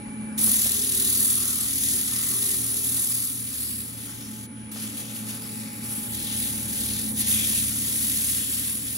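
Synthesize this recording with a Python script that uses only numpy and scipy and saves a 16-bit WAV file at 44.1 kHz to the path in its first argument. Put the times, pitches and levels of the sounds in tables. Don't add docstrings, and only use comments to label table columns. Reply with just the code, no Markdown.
import sys
import numpy as np
from scipy import signal
from scipy.io import wavfile
from scipy.ndimage import uniform_filter1d

SR = 44100
rng = np.random.default_rng(int(sys.argv[2]) if len(sys.argv) > 2 else 0)


def how_loud(loudness_db):
    steps = np.asarray(loudness_db, float) / 20
    return 10 ** steps


def output_pcm(signal):
    pcm = np.clip(np.atleast_2d(signal).T, -1, 1) * 32767
    wavfile.write(sys.argv[1], SR, np.round(pcm).astype(np.int16))


N = 395577
TURNS_PER_S = 19.69
STEP = 32


def evened(x):
    return x / np.sqrt(np.mean(x ** 2) + 1e-20)


def read(points, hz):
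    f, value = np.transpose(points)
    return np.interp(np.log(hz + 1), np.log(f + 1), value)


def follow(rows, t):
    s, *columns = np.transpose(rows)
    return [np.interp(t, s, c) for c in columns]


def at_samples(t, values):
    return np.interp(np.arange(N) / SR, t, values)


def drift(per_s):
    size = max(int(SR / STEP / per_s), 1)
    chance = rng.standard_normal(N // STEP + 2)
    return evened(uniform_filter1d(uniform_filter1d(chance, size), size))


def wander(per_s):
    coarse = drift(per_s)
    return np.interp(np.arange(N) / STEP, np.arange(len(coarse)), coarse)


def wander_at(t, *parts):
    return np.interp(t * SR, np.arange(N), sum(strength * wander(per_s) for strength, per_s in parts))


def short_time_axes(size):
    return np.fft.rfftfreq(size, 1 / SR), np.arange(4 * N // size + 5) * size / 4 / SR


def patches(t, hz, frames, bins):
    chance = rng.standard_normal((len(t), len(hz)))
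    return evened(uniform_filter1d(uniform_filter1d(chance, frames, 0), bins, 1))


def ports(field_db, same, left_db=0, lead=0):
    a, b, c, d = np.moveaxis(rng.standard_normal(field_db.shape + (4,)), -1, 0)
    same = np.clip(same, -1, 1)
    left = a + 1j * b
    mixed = same * left + np.sqrt(1 - same ** 2) * (c + 1j * d)
    right = mixed * np.exp(-1j * lead) * how_loud(-left_db)
    z = np.array([left, right]) * how_loud(field_db)
    size = 2 * (field_db.shape[1] - 1)
    return signal.istft(z, nperseg=size, noverlap=3 * size // 4, time_axis=1, freq_axis=2)[1][:, :N]


def tone(hz, wander_hz, flutter_db, lead=0.47, per_s=26, crest_s=None):
    pitch = hz + np.repeat(wander_hz * drift(per_s), STEP)[:N]
    cycles = np.cumsum(pitch) / SR + rng.random()
    if crest_s is not None:
        cycles = cycles - cycles[round(crest_s * SR)]
    turn = (2 * np.pi * (cycles - np.floor(cycles))).astype(np.float32)
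    strength = np.sqrt(2) * np.repeat(how_loud(flutter_db * drift(per_s)), STEP)[:N]
    return strength * np.array([np.cos(turn), np.cos(turn + np.float32(lead))])


# (time [s], openness [dB], inverter top tone [dB], bed drone [dB])
EXPOSURE = [(0, 5.5, -56.5, -37.5), (.2, 5, -54, -32.5), (.45, 6.5, -64, -30.5), (.7, 0.5, -66, -44.5),
            (1.25, -3, -74, -42), (2, -1, -59.5, -46), (3.1, -6, -65, -49.5), (3.6, -7, -68, -52.5),
            (4.2, -0.5, -58, -47), (4.6, -2.5, -49, -34.5), (4.85, 2, -52, -39.5), (5.3, 5, -51, -45),
            (6.0, 4, -53, -41), (6.7, 5, -50, -42.5), (7.15, 4.5, -65, -38), (7.6, 3, -55, -39),
            (8.3, -0.5, -68, -42.5), (8.97, -2, -58, -63)]


def machine(t):
    return follow(EXPOSURE, t)


# (frequency [Hz], density [dB per Hz])
WASH = [(260, -46), (450, -2), (690, -11), (900, -6.5), (1600, -10.5), (2180, -12.5), (2300, -5.5),
        (2420, -14.5), (6000, -25.5), (9000, -17), (9600, -17), (10100, -9), (10800, -20), (11100, -38),
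        (15700, -42)]


def shop():
    hz, t = short_time_axes(1024)
    texture_db = 1.5 * patches(t, hz, 14, 10)
    level_db = 0.58 * machine(t)[0] + 1.1
    shade_db = 0.51 * np.minimum(cupping(hz, t), 0)
    same = read([(500, 0.1), (1000, 0.56), (6000, 0.5), (8000, 0.77)], hz)
    low_lead = read([(400, 0.18), (800, 4.2), (1500, 1.05)], hz)
    lead = np.where(hz < 1500, low_lead, read(GRIT_LEAD, hz))
    field_db = read(WASH, hz) + shade_db + texture_db + level_db[:, None]
    return how_loud(-49.5) * evened(ports(field_db, same, 0, lead))


# (time [s], motor hum [dB], sixth shaft order [dB], other orders [dB], shake wobble [Hz])
STRAIN = [(0, -58, -45.5, -8, 0.18), (.5, -52, -53.5, -8, .2), (1.0, -47, -56, -3, .2),
          (1.9, -48.5, -58, 2, .2), (2.2, -52, -46, 5, .2), (2.7, -52, -44, -4, .2), (3.5, -52, -47, 3, .2),
          (3.8, -48, -62, -8, .2), (4.3, -45, -60, -8, .2), (4.7, -49, -54, -8, .2),
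          (5.2, -44, -62, -8, .2), (5.9, -47, -51, -7, 0.19), (6.3, -43.5, -54, -4, 4.1),
          (7.0, -45.5, -57, -5, 4), (7.5, -44, -65, -5, 2.8), (7.8, -43.5, -63, -5, 0.29),
          (8.4, -46, -65, -9, 0.31), (8.97, -47.5, -61, -6, 2.2)]


def spindle(t):
    return follow(STRAIN, t)


# (frequency [Hz], density [dB per Hz])
BED_NOISE = [(15, -52), (25, -19), (50, -14), (90, -10), (140, -9), (190, -5), (250, 0), (300, -8.5),
             (340, -15), (500, -23.5), (575, -24.5), (640, -51), (760, -62), (1500, -90)]
# (multiple of the turn [1], level over rumble [dB])
SHAFT_ORDERS = [(5, -19), (10, -12.5), (13, -10)]
# (time [s], frequency [Hz], level over rumble [dB])
HEADSTOCK_NOTE = [(0, 274, -24), (.9, 275.5, -6), (1.75, 274.6, -2.5), (2.02, 273.2, -6), (2.3, 273.8, -5),
                  (3.35, 274, 0.5), (3.6, 280, -9), (4.4, 285, -9), (5.6, 282.9, -9.5), (6.3, 279.8, -11.5),
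                  (7.45, 286.5, -6), (8.97, 282.5, -7)]


def bed_rumble():
    now = np.arange(N) / SR
    open_db = machine(now)[0]
    hz, t = short_time_axes(4096)
    loaded_db = np.outer(0.5 * (hand(t)[5] + 50), read([(60, 0.72), (80, 0.6), (105, 0.16)], hz))
    bed = how_loud(1.5) * evened(ports(read(BED_NOISE, hz) + loaded_db, 0.97, -0.3))
    orders = sum(how_loud(db) * tone(k * TURNS_PER_S, 0.37, 0.92) for k, db in SHAFT_ORDERS)
    bed += how_loud(spindle(now)[2]) * orders
    head_hz, head_db = follow(HEADSTOCK_NOTE, now)
    bed += how_loud(head_db) * tone(head_hz, 2.2, 1.95, per_s=13)
    bed += how_loud(-26 + 0.85 * open_db) * tone(29 * TURNS_PER_S, 5.94, 2.7)
    return how_loud(-44 + 0.51 * open_db) * bed


def load_levels():
    t = short_time_axes(1024)[1]
    return [at_samples(t, db) for db in uniform_filter1d(hand(t)[5:], size=14)]


# (multiple of the turn [1], level over chatter [dB])
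CHATTER_ORDERS = [(17, -11.5), (18, -4.5), (19, -7.5), (20, -8), (21, -2), (27, -26)]
# (time [s], level [dB])
GRIT_BITE = [(.68, -16), (.8, 2), (1.3, -4.5), (1.7, -8.5), (1.95, 1), (2.1, -5), (2.3, 0.5), (2.95, -3.5),
             (3.15, -6.5), (6, -16), (7, -16), (8.97, -17)]


def chatter(level_db):
    lines = sum(how_loud(db) * tone(k * TURNS_PER_S, 1.19, 3.8, per_s=7.9) for k, db in CHATTER_ORDERS)
    bite_db = follow(GRIT_BITE, np.arange(N) / SR)[0]
    return how_loud(level_db) * how_loud(bite_db) * lines


def shake(level_db):
    wobble_hz = spindle(np.arange(N) / SR)[3]
    strength = how_loud(level_db - 1.7 + 0.73 * wander(4.6))
    return strength * tone(4 * TURNS_PER_S + wobble_hz * wander(5.1), 0.26, 1.4, per_s=8.6)


# (time [s], level over rest [dB])
SWELLS = [(1.22, 2), (3.42, 10), (3.72, 4), (4.29, 5.5), (4.55, -7), (4.86, 3), (5.27, 10), (5.6, 9),
          (6.2, 0.5), (6.64, 6), (6.85, 5.5), (7.12, 5), (7.42, 4), (8.77, 15)]


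def drone():
    t = short_time_axes(1024)[1]
    swell_db = at_samples(t, sum(db * np.exp(-((t - s) / 0.1) ** 2) for s, db in SWELLS))
    drone_db = machine(np.arange(N) / SR)[2]
    return how_loud(drone_db - 3.0 + swell_db) * tone(11 * TURNS_PER_S, 0.63, 0.81)


def motor_hum():
    hum_db, sixth_db = spindle(np.arange(N) / SR)[:2]
    beat_s = 3.42
    hum = how_loud(hum_db) * tone(114.05, 0.31, 1.2, per_s=15.5, crest_s=beat_s)
    sixth = how_loud(sixth_db) * tone(6 * TURNS_PER_S - .08, 0.31, 1.1, per_s=15, crest_s=beat_s)
    return hum + sixth


def lathe():
    shake_db, chatter_db = load_levels()
    return bed_rumble() + chatter(chatter_db) + shake(shake_db) + drone() + motor_hum()


# (time [s], frequency [Hz])
SLOT_HZ = [
    [(4.9, 840), (4.93, 828), (5.3, 832), (5.65, 839)],
    [(3.8, 866), (3.9, 862), (5.0, 866), (5.5, 877), (6.2, 885), (6.9, 888)],
]
# (time [s], level [dB])
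SLOT_DB = [
    [(.35, -51), (.55, -64), (3.1, -58.5), (3.4, -72), (4.9, -70), (5.1, -59), (5.9, -51), (7.3, -56.5),
     (7.55, -66)],
    [(0, -65), (.3, -54), (.7, -64), (3.7, -73), (4.0, -59), (4.6, -55.5), (5.0, -62), (5.45, -59),
     (5.7, -67), (6.7, -56), (7.1, -66)],
]
# (frequency [Hz], level over cluster [dB], later change [dB], phase between ports [rad])
CLUSTER = [(9281, -6, -6, 2.0), (9760, -18, 6, 2.0), (9857, -3, -12, 2.0), (9954, 3, -3, 1.5),
           (10142, -7, 3, 1.0), (10239, -16, 0, 1.0), (10524, -15, 0, .5), (10815, -11, -8, 0),
           (10912, -12, -8, 0), (11380, -20, -4, 0)]
# (start [s], end [s])
REBALANCE = (1, 4)


def whine():
    t = np.arange(N) / SR
    open_db, top_db, _ = machine(t)
    slots = cluster = 0
    for pitch, level in zip(SLOT_HZ, SLOT_DB):
        slots = slots + how_loud(follow(level, t)[0]) * tone(follow(pitch, t)[0], 1.17, 0.82, 1.98)
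    for f, db, change_db, lead in CLUSTER:
        strength = np.interp(t, REBALANCE, how_loud(np.array([db, db + change_db])))
        cluster = cluster + strength * tone(f, 2.5, 2.0, lead)
    top = how_loud(top_db) * tone(10719, 3.1, 0.9, 0)
    return slots + how_loud(-54 + 0.47 * open_db) * cluster + top


# (frequency [Hz], wander [Hz], level running free [dB], change with the sheet on the wood [dB])
BEARING_LINE = (2312, 3.5, -56, -8)


def bearing():
    hz, wander_hz, db, loaded_db = BEARING_LINE
    t = short_time_axes(1024)[1]
    touching = uniform_filter1d(1. * (hand(t - .15)[0] > -50), size=24)
    warming_db = -1 * t
    level_db = db + warming_db + loaded_db * touching + 0.47 * machine(t)[0]
    return how_loud(at_samples(t, level_db)) * tone(hz, wander_hz, 0.94, 1.74)


# (start [s], length [s], start frequency [Hz], end frequency [Hz])
EDGE_SONG = (5.27, .32, 415, 440)


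def squeak():
    s, length, from_hz, to_hz = EDGE_SONG
    u = np.clip((np.arange(N) / SR - s) / length, 0, 1)
    pitch = from_hz + (to_hz - from_hz) * np.minimum(u / .4, 1)
    return how_loud(-53.5) * np.sin(np.pi * u) * tone(pitch, 4.2, 2.5)


# (time [s], peak level [dB], frequency [Hz])
SCUFFS = [(0.473, -30, 417), (0.54, -37, 900), (0.655, -32.5, 450), (4.12, -48, 409), (4.759, -34, 698),
          (5.328, -35, 416), (5.92, -45, 842), (7.114, -41, 445), (8.028, -38, 415), (0.08, -36, 130),
          (0.46, -43, 130), (5.83, -41, 55), (5.905, -44, 1300), (5.455, -42, 1400), (6.26, -38, 90),
          (6.86, -39, 90), (7.1, -38, 110), (7.37, -40, 3000), (0.67, -38, 85), (4.08, -43, 90)]


def knocks():
    out, t = np.zeros((2, N + SR)), np.arange(SR // 8) / SR
    for s, db, hz in SCUFFS:
        band = signal.butter(1, [hz * 0.29, hz * 1.5], "bandpass", fs=SR, output="sos")
        scuff = evened(signal.sosfilt(band, rng.standard_normal((2, len(t)))))
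        envelope = how_loud(db - 8.5 - 60 * t / 0.17) * np.minimum(t / 0.001, 1)
        out[:, round(s * SR):][:, :len(t)] += envelope * (scuff + 0.45 * scuff[::-1])
    return out[:, :N]


# (time [s], pressure [dB], wrap of the sheet round the wood [dB])
PALM_STROKES = [
    [(0.37, -60, 9), (0.38, -28.5, 1), (0.44, -22.5, -5), (0.53, -24, -1.5), (0.68, -27.5, 1),
     (0.9, -28.5, 1), (1.25, -25.5, -3), (1.47, -28.5, 0.5), (1.64, -29.5, 0.5)],
    [(1.64, -31, 1), (1.9, -26.5, 0.5), (2.1, -31, 1.5), (2.35, -28, -.5), (2.6, -29.5, -1),
     (2.8, -30, -0.5), (3.0, -28.5, -2), (3.25, -32, -2), (3.4, -37.5, 0)],
    [(3.4, -35.5, -4), (3.5, -37.5, -1), (3.6, -32, -2.5), (3.78, -36, -3), (3.92, -42, 0.5),
     (4.06, -40.5, 2.5), (4.16, -45.5, 4), (4.44, -45, 2.5), (4.465, -52, 5)],
]
FOLD_STROKES = [
    [(4.465, -69, 6.3), (4.6, -63.5, 11.5), (4.713, -66, 9.4)],
    [(4.714, -41, 3), (4.72, -40, -2.5), (4.764, -44, 5.5), (4.83, -37, 1), (4.92, -44.5, 4.5),
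     (5.0, -36.5, 1), (5.06, -47, 7)],
    [(5.06, -44, 5.5), (5.12, -43.5, 5.5), (5.16, -37, 1), (5.244, -43.5, 2), (5.294, -37, 4),
     (5.41, -43.5, 2.5)],
    [(5.41, -41.5, 1.25), (5.6, -41, 3), (5.65, -44, 6.8), (5.8, -44, 2.2)],
    [(5.8, -46, 4.5), (5.918, -35, -2), (6.0, -36, -1), (6.12, -36.5, 0)],
]
CRADLE_STROKES = [
    [(6.12, -34, 0.5), (6.33, -34.5, 4), (6.4, -30.5, 0), (6.52, -34.5, 0.5), (6.7, -36, 0.5),
     (6.75, -33.5, 0), (7.0, -33.5, 1.5), (7.1, -34, -3), (7.14, -36, 3)],
    [(7.14, -38, 6), (7.21, -27, -1.5), (7.24, -35.5, 7), (7.29, -25, -1), (7.41, -28.5, 2.5),
     (7.57, -28.5, 1), (7.72, -31.5, 0.5), (7.9, -30, 1), (8.1, -28, -1)],
    [(8.1, -29.5, 0.71), (8.31, -29.5, 0.17), (8.45, -33, 1.4), (8.56, -30, -0.058), (8.64, -32, 1.7),
     (8.73, -31.5, -1.2), (8.8, -35.5, -0.44), (8.87, -34, 1.6), (8.97, -32.5, -1)],
]
# (wood scrape [dB], hollow end ring [dB], throb depth [dB],
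# bed shake [dB], chatter [dB])
MANNERS = [(-1, -0.5, 7, -47, -49.5), (-1.5, 2, 2.5, -49.5, -54), (2.5, 3, 1.5, -55.5, -57),
           (10, 0, 3, -65, -73), (3.5, 13, 2.5, -66, -66), (2, 5, 0, -85, -66), (4.5, 1, -5, -70, -72),
           (3.5, 4, 1, -58, -70), (2, -11, 2, -45.5, -51), (1, -5, 1, -44.5, -52), (1.5, -4, 2, -48, -47)]
# (shake [dB], chatter [dB])
LIFTED = (-65, -66)


def hand(t):
    out = np.outer([-120, 0, 0, 0, 0, *LIFTED], np.ones(len(t)))
    strokes = PALM_STROKES + FOLD_STROKES + CRADLE_STROKES
    for rows, (scrape_db, ring_db, throb_db, shake_db, chatter_db) in zip(strokes, MANNERS):
        on = (t >= rows[0][0]) & (t <= rows[-1][0] + .004)
        press_db, wrap_db = follow(rows, t[on])
        extra_db = np.clip(press_db - np.median(press_db), -8, 8)
        out[:, on] = (press_db,
                      wrap_db,
                      scrape_db + wrap_db,
                      ring_db - 0.22 * extra_db,
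                      np.full_like(wrap_db, throb_db),
                      shake_db + 0.67 * wrap_db + 1.4 * extra_db,
                      chatter_db + 0.22 * extra_db)
    return out


# (time [s], width [s], frequency [Hz], width [octaves], level [dB])
BENDS = [(1.51, 0.17, 1270, .2, 10.5), (2.32, 0.12, 1200, 0.1, 9), (2.17, .05, 1150, .15, 6),
         (2.5, .1, 1450, .1, -8), (3.66, 0.19, 4600, 0.24, 6), (4.1, 0.028, 1400, .25, 21),
         (4.8, 0.043, 4500, .3, 4), (5.7, .05, 1900, .3, 4), (5.63, 0.2, 3200, 0.15, -13),
         (6.4, .15, 6500, .3, -2), (6.3, 0.05, 3700, 0.25, 6), (6.44, .05, 3800, .3, 4),
         (6.19, .05, 4000, .25, 5), (6.95, 0.22, 4200, .3, 4), (7.14, 0.023, 5200, .7, -10),
         (2.75, .25, 3050, .08, -2), (5.4, 0.44, 1400, .1, 8), (7.145, 0.033, 2400, 0.63, -12),
         (7.4, 0.14, 3400, 0.11, 6), (7.39, 0.07, 2460, .15, 10), (7.56, .05, 2600, .12, 7),
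         (1.15, 0.076, 4600, .06, 6), (1, .15, 3860, .12, 4.5), (1.86, 0.046, 6500, 0.18, 2.5),
         (1.82, 0.085, 6600, 0.14, 1.5), (3.2, 0.087, 4800, .1, 5), (3.8, 0.25, 6200, .12, -5),
         (4.25, .07, 5500, .1, 6), (5.45, .08, 4900, .1, 7), (5.76, 0.08, 2320, 0.057, 11),
         (5.7, 0.36, 6300, .12, -6), (5.9, 0.074, 5800, .1, 4), (6.1, 0.031, 5700, .3, -7),
         (8.66, 0.32, 6230, 0.083, -6), (8.5, 0.15, 3000, .15, 3), (0.92, .3, 2300, .12, -4),
         (2.21, 0.14, 1900, 0.13, 6), (2.47, 0.11, 1880, .05, 4.5), (1.81, 0.12, 1270, .25, -7),
         (5.1, 0.31, 2630, 0.079, 3)]


def cupping(hz, t):
    s, width, f, octaves, db = np.transpose(BENDS)
    in_time = np.exp(-((t[:, None] - s) / width) ** 2)
    in_pitch = np.exp(-(np.log2((hz[:, None] + 1) / f) / octaves) ** 2)
    return db * in_time @ in_pitch.T


# (frequency [Hz], density [dB per Hz])
GRIT_HISS = [(700, -25.5), (1000, -23.5), (1230, -12.5), (1480, -17.5), (1900, -7), (2150, -9.5),
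             (2950, -5.5), (3500, -1), (5500, -4), (7500, 1.5), (8300, 6.5), (12300, 4), (14000, -2),
             (15700, -3.5)]
# (frequency [Hz], left over right [dB])
GRIT_BALANCE = [(500, -3), (1200, 2.5), (2000, 5), (3000, 7), (4100, 11.5), (5300, 4.5), (6500, 4),
                (7600, 3), (8000, 0)]
# (frequency [Hz], lead of the left [rad])
GRIT_LEAD = [(400, -.3), (1200, .5), (3300, 1.9), (5000, 1.0), (5800, 0), (7300, -1.7), (8000, -2.7),
             (8850, -3.45), (10350, -5.95), (11400, -6.6), (12850, -9.1), (14200, -9.7), (15200, -12.2),
             (15800, -12.6)]
# (frequency [Hz], likeness [1])
GRIT_COHERENCE = [(300, .9), (900, .5), (1200, .8), (1800, .62), (2300, .35), (3000, .62), (5000, .55),
                  (6000, .85), (7200, .7), (8000, .97), (8700, .95), (9500, .83), (11000, .97),
                  (12000, .85), (13000, .98), (14000, .96), (14700, .8)]
# (time [s], share of the shift [1])
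EDGE_CENTRED = [(3.9, 0), (4.4, .6), (5.2, 1), (5.75, 1), (6.1, 0)]


def sandpaper():
    hz, t = short_time_axes(256)
    pressure_db, body_db, scrape_db, ring_db, throb_db = hand(t)[:5]
    scrape_shape = read([(1300, 0), (1600, .6), (2300, 1), (3000, 1), (3700, 0)], hz)
    body_shape = read([(2900, 0), (3400, 1), (6500, 1), (8500, 0)], hz)
    ring_shape = read([(1300, 0.67), (1600, 0.0051)], hz)
    shape_db = np.outer(scrape_db, scrape_shape) + np.outer(body_db, body_shape) + np.outer(ring_db, ring_shape)
    texture_db = 0.93 * patches(t, hz, 24, 2)

    turn = 2 * np.pi * TURNS_PER_S * t + wander_at(t, (0.91, 1.03))
    grain = np.cos(2 * turn + .5) + 0.5 * np.cos(4 * turn + 0.886)
    treble_share = read([(1500, 0.038), (5000, 0.46)], hz)
    throbbing_db = np.outer(np.clip(throb_db, 0, 4) * grain, treble_share)
    jitter_db = wander_at(t, (0.59, 6.4), (0.3, 42), (0.89, 200))
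    level_db = uniform_filter1d(pressure_db, size=2) + jitter_db - 14.5
    field_db = read(GRIT_HISS, hz) + shape_db + cupping(hz, t) + throbbing_db + texture_db + level_db[:, None]

    swaying = 0.14 * wander_at(t, (1, 12.0))[:, None]
    centred = np.outer(follow(EDGE_CENTRED, t)[0], read([(2000, 0), (3000, 1), (4500, 1), (5800, 0)], hz))
    left_db = read(GRIT_BALANCE, hz) - 2.3 * centred
    lead = read(GRIT_LEAD, hz) + swaying - 0.51 * centred
    return ports(field_db, read(GRIT_COHERENCE, hz), left_db, lead)


def scene():
    return sandpaper() + lathe() + whine() + bearing() + shop() + knocks() + squeak()


# (from [Hz], to [Hz], bins per band [1], drop threshold under the partner [dB], scatter [dB])
THIN_BANDS = [(2400, 7000, 6, -10, 2), (7000, 10000, 9, -12, 4), (10000, 15700, 11, -8.5, 3.5)]


def thinned(x):
    shape = dict(window="cosine", nperseg=2048, noverlap=1024)
    hz, _, z = signal.stft(np.array([x[0] + x[1], x[0] - x[1]]) / 2, SR, **shape)
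    keep = np.ones(z.shape)
    for from_hz, to_hz, size, under_db, scatter_db in THIN_BANDS:
        first, count = np.searchsorted(hz, from_hz), int((to_hz - from_hz) / hz[1] / size)
        bins = slice(first, first + count * size)
        power = (abs(z[:, bins]) ** 2).reshape(2, count, size, -1).sum(axis=2)
        threshold_db = under_db + scatter_db * rng.standard_normal(power.shape)
        audible = power > power[::-1] * how_loud(2 * threshold_db)
        keep[:, bins] = np.repeat(audible, size, axis=1)
    mid, side = signal.istft(z * keep, SR, **shape)[1][:, :N]
    return np.array([mid + side, mid - side])


def roll_off(x):
    return signal.sosfilt(signal.butter(12, 17110, fs=SR, output="sos"), x)


def record(dry):
    low_pass = signal.firwin(1023, 15780, window=("kaiser", 9), fs=SR)
    limited = signal.oaconvolve(dry, low_pass[None], "same")
    mix = thinned(limited)
    return roll_off(mix)


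dry = scene()
out = record(dry)
output_pcm(out)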